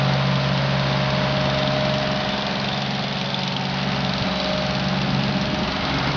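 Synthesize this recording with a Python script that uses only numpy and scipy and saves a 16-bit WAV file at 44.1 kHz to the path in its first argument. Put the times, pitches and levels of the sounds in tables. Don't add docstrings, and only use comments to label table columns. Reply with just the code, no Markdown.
import sys
import numpy as np
from scipy import signal
from scipy.fft import rfft, irfft
from scipy.io import wavfile

SR = 44100
rng = np.random.default_rng(int(sys.argv[2]) if len(sys.argv) > 2 else 0)


def wav_out(sig):
    wavfile.write(sys.argv[1], SR, np.round(np.clip(np.atleast_2d(sig).T, -1, 1) * 32767).astype(np.int16))


N = 271656
TIME = np.arange(N) / SR
FREQS = np.fft.rfftfreq(N, 1 / SR)

# [t/s, speed/(turns per s)]
CRANK_SPEED = [(0, 22.735), (1.6, 22.735), (2.2, 22.755), (4.5, 22.755), (5.3, 22.71), (6.16, 22.72)]
FAN_ORDER, WHINE_ORDER = 8.2, 27

# [t/s, level/dB]
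FIRING_LEVEL = [(0.1, -41.5), (1.4, -39.5), (3.47, -54.5), (4.01, -41.5), (5.09, -43), (6.0, -37.5)]
# [t/s, level/dB]
DRONE_LEVEL = [(0.05, -21.5), (1.92, -27.5), (2.47, -39), (2.63, -31), (3.29, -32.5), (4.06, -29),
               (4.4, -44), (4.55, -33.5), (5.19, -25), (5.61, -36), (5.64, -46.5), (5.96, -29),
               (6.1, -28.5)]
# [t/s, level/dB]
OVERTONE_LEVEL = [(0.05, -40.5), (1.82, -31.5), (2.93, -32), (3.72, -41), (3.89, -32), (4.5, -38),
                  (5.29, -28), (6.1, -47)]
# [t/s, level/dB]
FAN_LEVEL = [(0.05, -28.5), (2.73, -36), (3.81, -30), (4.8, -29.5), (4.85, -27), (6.1, -34.5)]
# [t/s, level/dB]
WHINE_LEVEL = [(0.05, -32), (0.57, -35), (1.04, -29.5), (1.87, -25.5), (3.3, -47), (4.16, -40), (4.55, -28),
               (5.05, -41), (5.59, -33), (5.74, -42.5), (6.1, -43.5)]

# [multiple of crank speed, relative level/dB approaching, passing, leaving]
ENGINE_TONES = [(5, -59, -46.5, -52), (7, -46.5, -45.5, -39), (8, -35, -43.5, -45), (10, -61, -61.5, -45.5),
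                (11, -44, -49.5, -43.5), (12, -39, -48, -36), (18, -45, -46, -47), (21, -45, -47, -58),
                (22, -45.5, -55, -63.5), (23, -42, -59, -57), (28, -48.5, -51, -64), (30, -56, -45, -55),
                (33, -37.5, -43.5, -47), (36, -56.5, -45, -40), (39, -49, -47, -44),
                (40, -54.5, -47, -49.5), (41, -55, -59.5, -52), (45, -40, -49.5, -52.5)]
# [multiple of blade rate, relative level/dB approaching, passing, leaving]
FAN_OVERTONES = [(2, -54, -52, -43.5), (3, -37, -43, -50), (4, -58, -45.5, -42.5)]
# [t/s, half length/s, f/Hz, level/dB]
TONE_BLOOMS = [(1.66, .35, 273, -37), (2.1, .7, 682, -40), (3.442, 0.3, 910, -39), (3.952, .42, 250, -38),
               (4.45, 0.26, 560, -37.5)]

# [t/s, relative level/dB]
RUMBLE_SWELL = [(0.05, -43), (1.51, -39), (3.69, -46), (5.68, -34.5), (5.74, -38.5), (6.1, -34.5)]
# [t/s, relative level/dB]
BAY_SWELL = [(0.05, -31), (0.32, -32.5), (1.3, -31), (3.66, -37), (3.79, -33.5), (5.51, -34.5),
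             (6.08, -30.5), (6.1, -32)]
# [f/Hz, relative level per Hz/dB]
RUMBLE_SPECTRUM = [(10, -34), (25, -13), (45, -6), (100, -1), (180, 1), (260, -0.5), (350, -4.5),
                   (450, -13), (700, -29.5), (1500, -66.5)]
# [f/Hz, relative level per Hz/dB]
BAY_SPECTRUM = [(200, -30.5), (370, -7.5), (480, -6), (620, 0), (800, 0.5), (1100, -2.5), (1500, -3.5),
                (2000, -8), (2600, -11.5), (4000, -31), (7000, -58.5)]
# [f/Hz, relative level per Hz/dB]
HISS_SPECTRUM = [(800, -24), (1800, -0.5), (2500, 1), (3100, 2.5), (3800, 2), (4400, 0), (5000, -4),
                 (5600, -11.5), (6200, -16.5), (6700, -33.5), (7100, -51)]

# [share of the turn, relative level/dB]
TICKS_IN_TURN = [(0.091, 2), (.435, -6), (0.768, -6)]
# [f/Hz, half width/Hz, relative level/dB]
TICK_RESONANCES = [(2330, 270, -10.5), (2850, 310, -3), (3595, 430, -0.5), (4340, 250, -3.5),
                   (4920, 250, -7.5), (5440, 320, -10)]
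# [t/s, half length/s, f/Hz, half width/Hz, level/dB]
STEEL_SCRAPES = [(1.58, 0.14, 3610, 121, -35), (2.2, .18, 2920, 70, -38), (2.32, 0.13, 3580, 109, -36),
                 (2.778, 0.17, 3580, 88.6, -37), (3.246, .28, 3530, 89, -38),
                 (4.374, 0.13, 3920, 69.4, -35.5), (4.6, 0.24, 4420, 150, -41.5),
                 (6.0, 0.26, 2150, 70, -37.5)]
# [t/s, relative level/dB, f/Hz]
HARD_TAPS = [(1.6744, -9, 3550), (2.2897, -13, 2870), (2.422, -14, 3480), (3.3441, -11, 3580),
             (3.476, -13, 3420), (3.5643, -9.5, 3380), (4.0477, -10, 3820), (4.1355, -10.5, 3880),
             (4.222, -16, 3350), (4.5306, -18, 3760)]
# [t/s, relative level/dB, f/Hz, decay/s, level of steel knock re thud/dB]
PLOW_BUMPS = [(4.215, -15.5, 124, .012, -17), (5.289, -13, 170, 0.0098, -11), (5.351, -21, 168, 0.013, -15),
              (5.442, -24, 187, 0.01, -4), (5.613, -18.5, 211, .02, -11)]


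def amp(db):
    return 10 ** (np.asarray(db) / 20)


def unit(x):
    return x / np.sqrt(np.mean(abs(x) ** 2) + 1e-20)


def curves(rows):
    s, *columns = np.transpose(rows)
    return [np.interp(TIME, s, column) for column in columns]


def passing(levels_db):
    return np.interp(TIME, np.linspace(0, TIME[-1], len(levels_db)), levels_db)


def follow(lead_db, mean_db, share):
    return mean_db + share * (lead_db - lead_db.mean())


def bell(s, half_s):
    return np.exp(-((TIME - s) / half_s) ** 2)


def drift(rate):
    grid = np.linspace(0, TIME[-1], 600)
    speed, start = rng.random((2, 16, 1))
    sines = np.sin(2 * np.pi * (rate * speed * grid + start))
    return np.interp(TIME, grid, unit(sines.sum(0)))


def colour(x, spectrum):
    hz, db = np.transpose(spectrum)
    gain = amp(np.interp(np.log(FREQS + 1), np.log(hz), db))
    return unit(irfft(rfft(x) * gain, N))


def band(x, hz, half_width):
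    edges = [hz - half_width, hz + half_width]
    return signal.sosfilt(signal.butter(2, edges, "bandpass", fs=SR, output="sos"), x)


def add(mix, s, sound):
    part = mix[round(s * SR):][:len(sound)]
    part += sound[:len(part)]


def tone(turns, order, gain, wander):
    cycles = order * turns + rng.random() + wander * drift(1.197)
    return np.sqrt(2) * gain * np.sin(2 * np.pi * cycles)


def hum(turns):
    parts = [(3, FIRING_LEVEL), (6, DRONE_LEVEL), (9, OVERTONE_LEVEL),
             (FAN_ORDER, FAN_LEVEL), (WHINE_ORDER, WHINE_LEVEL)]
    return sum(tone(turns, order, amp(curves(rows)[0]), wander=0.03) for order, rows in parts)


def weak_tones(turns, level_db=-1, flutter_db=2.0):
    weak = [(order, db) for order, *db in ENGINE_TONES]
    weak += [(multiple * FAN_ORDER, db) for multiple, *db in FAN_OVERTONES]
    gains = amp([passing(db) + level_db + flutter_db * drift(1.6) for _, db in weak])
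    pitches = np.array([order for order, _ in weak]) * CRANK_SPEED[0][1]
    for s, half_s, hz, db in TONE_BLOOMS:
        nearest = np.argmin(abs(pitches - hz))
        gains[nearest] = np.hypot(gains[nearest], amp(db) * bell(s, half_s))
    return sum(tone(turns, order, gain, wander=0.1) for (order, _), gain in zip(weak, gains))


def rumble(level_db=6.0, lumps_db=1.0):
    level = curves(RUMBLE_SWELL)[0] + level_db + lumps_db * drift(4)
    return amp(level) * colour(rng.standard_normal(N), RUMBLE_SPECTRUM)


def clatter(turns, hold_s=0.61):
    size = round(SR / CRANK_SPEED[0][1])
    place = (turns % 1 * size).astype(int)
    moments = np.linspace(0, TIME[-1], 11)
    return unit(sum(rng.standard_normal(size)[place] * bell(s, hold_s) for s in moments))


def bay_noise(turns, bay_db=4.0, flicker_db=0.5):
    bay = curves(BAY_SWELL)[0]
    hiss = follow(bay, mean_db=-32, share=0.61)
    firing = np.cos(2 * np.pi * 3 * (turns - TICKS_IN_TURN[0][0]) - 1)
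    # level/dB, spectrum, power share of the repeating clatter, depth of throb
    layers = [(bay + bay_db, BAY_SPECTRUM, 0.42, 0.02), (hiss, HISS_SPECTRUM, 0.25, 0.092)]
    out = np.zeros(N)
    for level_db, spectrum, share, depth in layers:
        air = rng.standard_normal(N)
        source = np.sqrt(share) * clatter(turns) + np.sqrt(1 - share) * air
        throbbing = source * (1 + depth * firing)
        out += amp(level_db + flicker_db * drift(25)) * colour(throbbing, spectrum)
    return out


def ticks(turns, snap_s=0.00094, rattle_s=0.0082, rattle_db=-7.0, scatter_db=1.6, mode_scatter_db=1.7,
          jitter_s=0.0004, level_db=-34, facing_s=3.47, half_span_s=3.15, edge_db=-5):
    count = int(turns[-1])
    t = np.arange(SR // 25) / SR
    snap = np.exp(-t / snap_s)
    rattle = amp(rattle_db) * np.exp(-t / rattle_s)
    burst_power = snap ** 2 + rattle ** 2
    when = np.concatenate([np.interp(np.arange(count) + share, turns, TIME) for share, _ in TICKS_IN_TURN])
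    when += jitter_s * rng.standard_normal(len(when))
    at = np.clip(when * SR, 0, N - 1).astype(int)
    force_db = np.repeat([db for _, db in TICKS_IN_TURN], count) + scatter_db * rng.standard_normal(len(at))
    out = np.zeros(N)
    for hz, half_width, db in TICK_RESONANCES:
        power = np.zeros(N)
        power[at] = amp(force_db + db + mode_scatter_db * rng.standard_normal(len(at))) ** 2
        envelope = np.sqrt(abs(signal.oaconvolve(power, burst_power)[:N]))
        drive = envelope * rng.standard_normal(N)
        out += band(drive, hz, half_width) / np.sqrt(half_width)
    turned_away = ((TIME - facing_s) / half_span_s) ** 2
    return amp(level_db + edge_db * turned_away) * unit(out)


def scrapes(turns, grit_db=3.5, shake_db=3.5):
    shake = np.cos(2 * np.pi * (turns - TICKS_IN_TURN[0][0]))
    friction = rng.standard_normal(N) * amp(grit_db * drift(40) + shake_db * shake)
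    out = np.zeros(N)
    for s, half_s, hz, half_width, db in STEEL_SCRAPES:
        out += amp(db) * bell(s, half_s) * unit(band(friction, hz, half_width))
    return out


def taps(ring_s=0.0019, half_width_hz=380, level_db=-5.0):
    out, t = np.zeros(N), np.arange(SR // 40) / SR
    for s, db, hz in HARD_TAPS:
        ring = band(rng.standard_normal(len(t)) * np.exp(-t / ring_s), hz, half_width_hz)
        add(out, s, amp(db + level_db) * ring / abs(ring).max())
    return out


def bumps(knock_s=0.0088, rise_s=0.002):
    out, t = np.zeros(N), np.arange(SR // 5) / SR
    for s, db, hz, decay_s, knock_db in PLOW_BUMPS:
        thud = np.sin(2 * np.pi * hz * t) * np.exp(-t / decay_s) * (1 - np.exp(-t / rise_s))
        knock = unit(band(rng.standard_normal(len(t)), 670, 310)) * np.exp(-t / knock_s)
        add(out, s, amp(db) * (thud + amp(knock_db) * knock))
    return out


def scene():
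    turns = np.cumsum(curves(CRANK_SPEED)[0]) / SR
    engine = hum(turns) + weak_tones(turns) + bay_noise(turns) + ticks(turns) + taps()
    plow = rumble() + scrapes(turns) + bumps()
    return (engine + plow)[None]


def record(dry, edge_hz=6950):
    lowpass = signal.firwin(401, edge_hz, window=("kaiser", 9), fs=SR)
    return signal.oaconvolve(dry, lowpass[None], "same")


dry = scene()
out = record(dry)
wav_out(out)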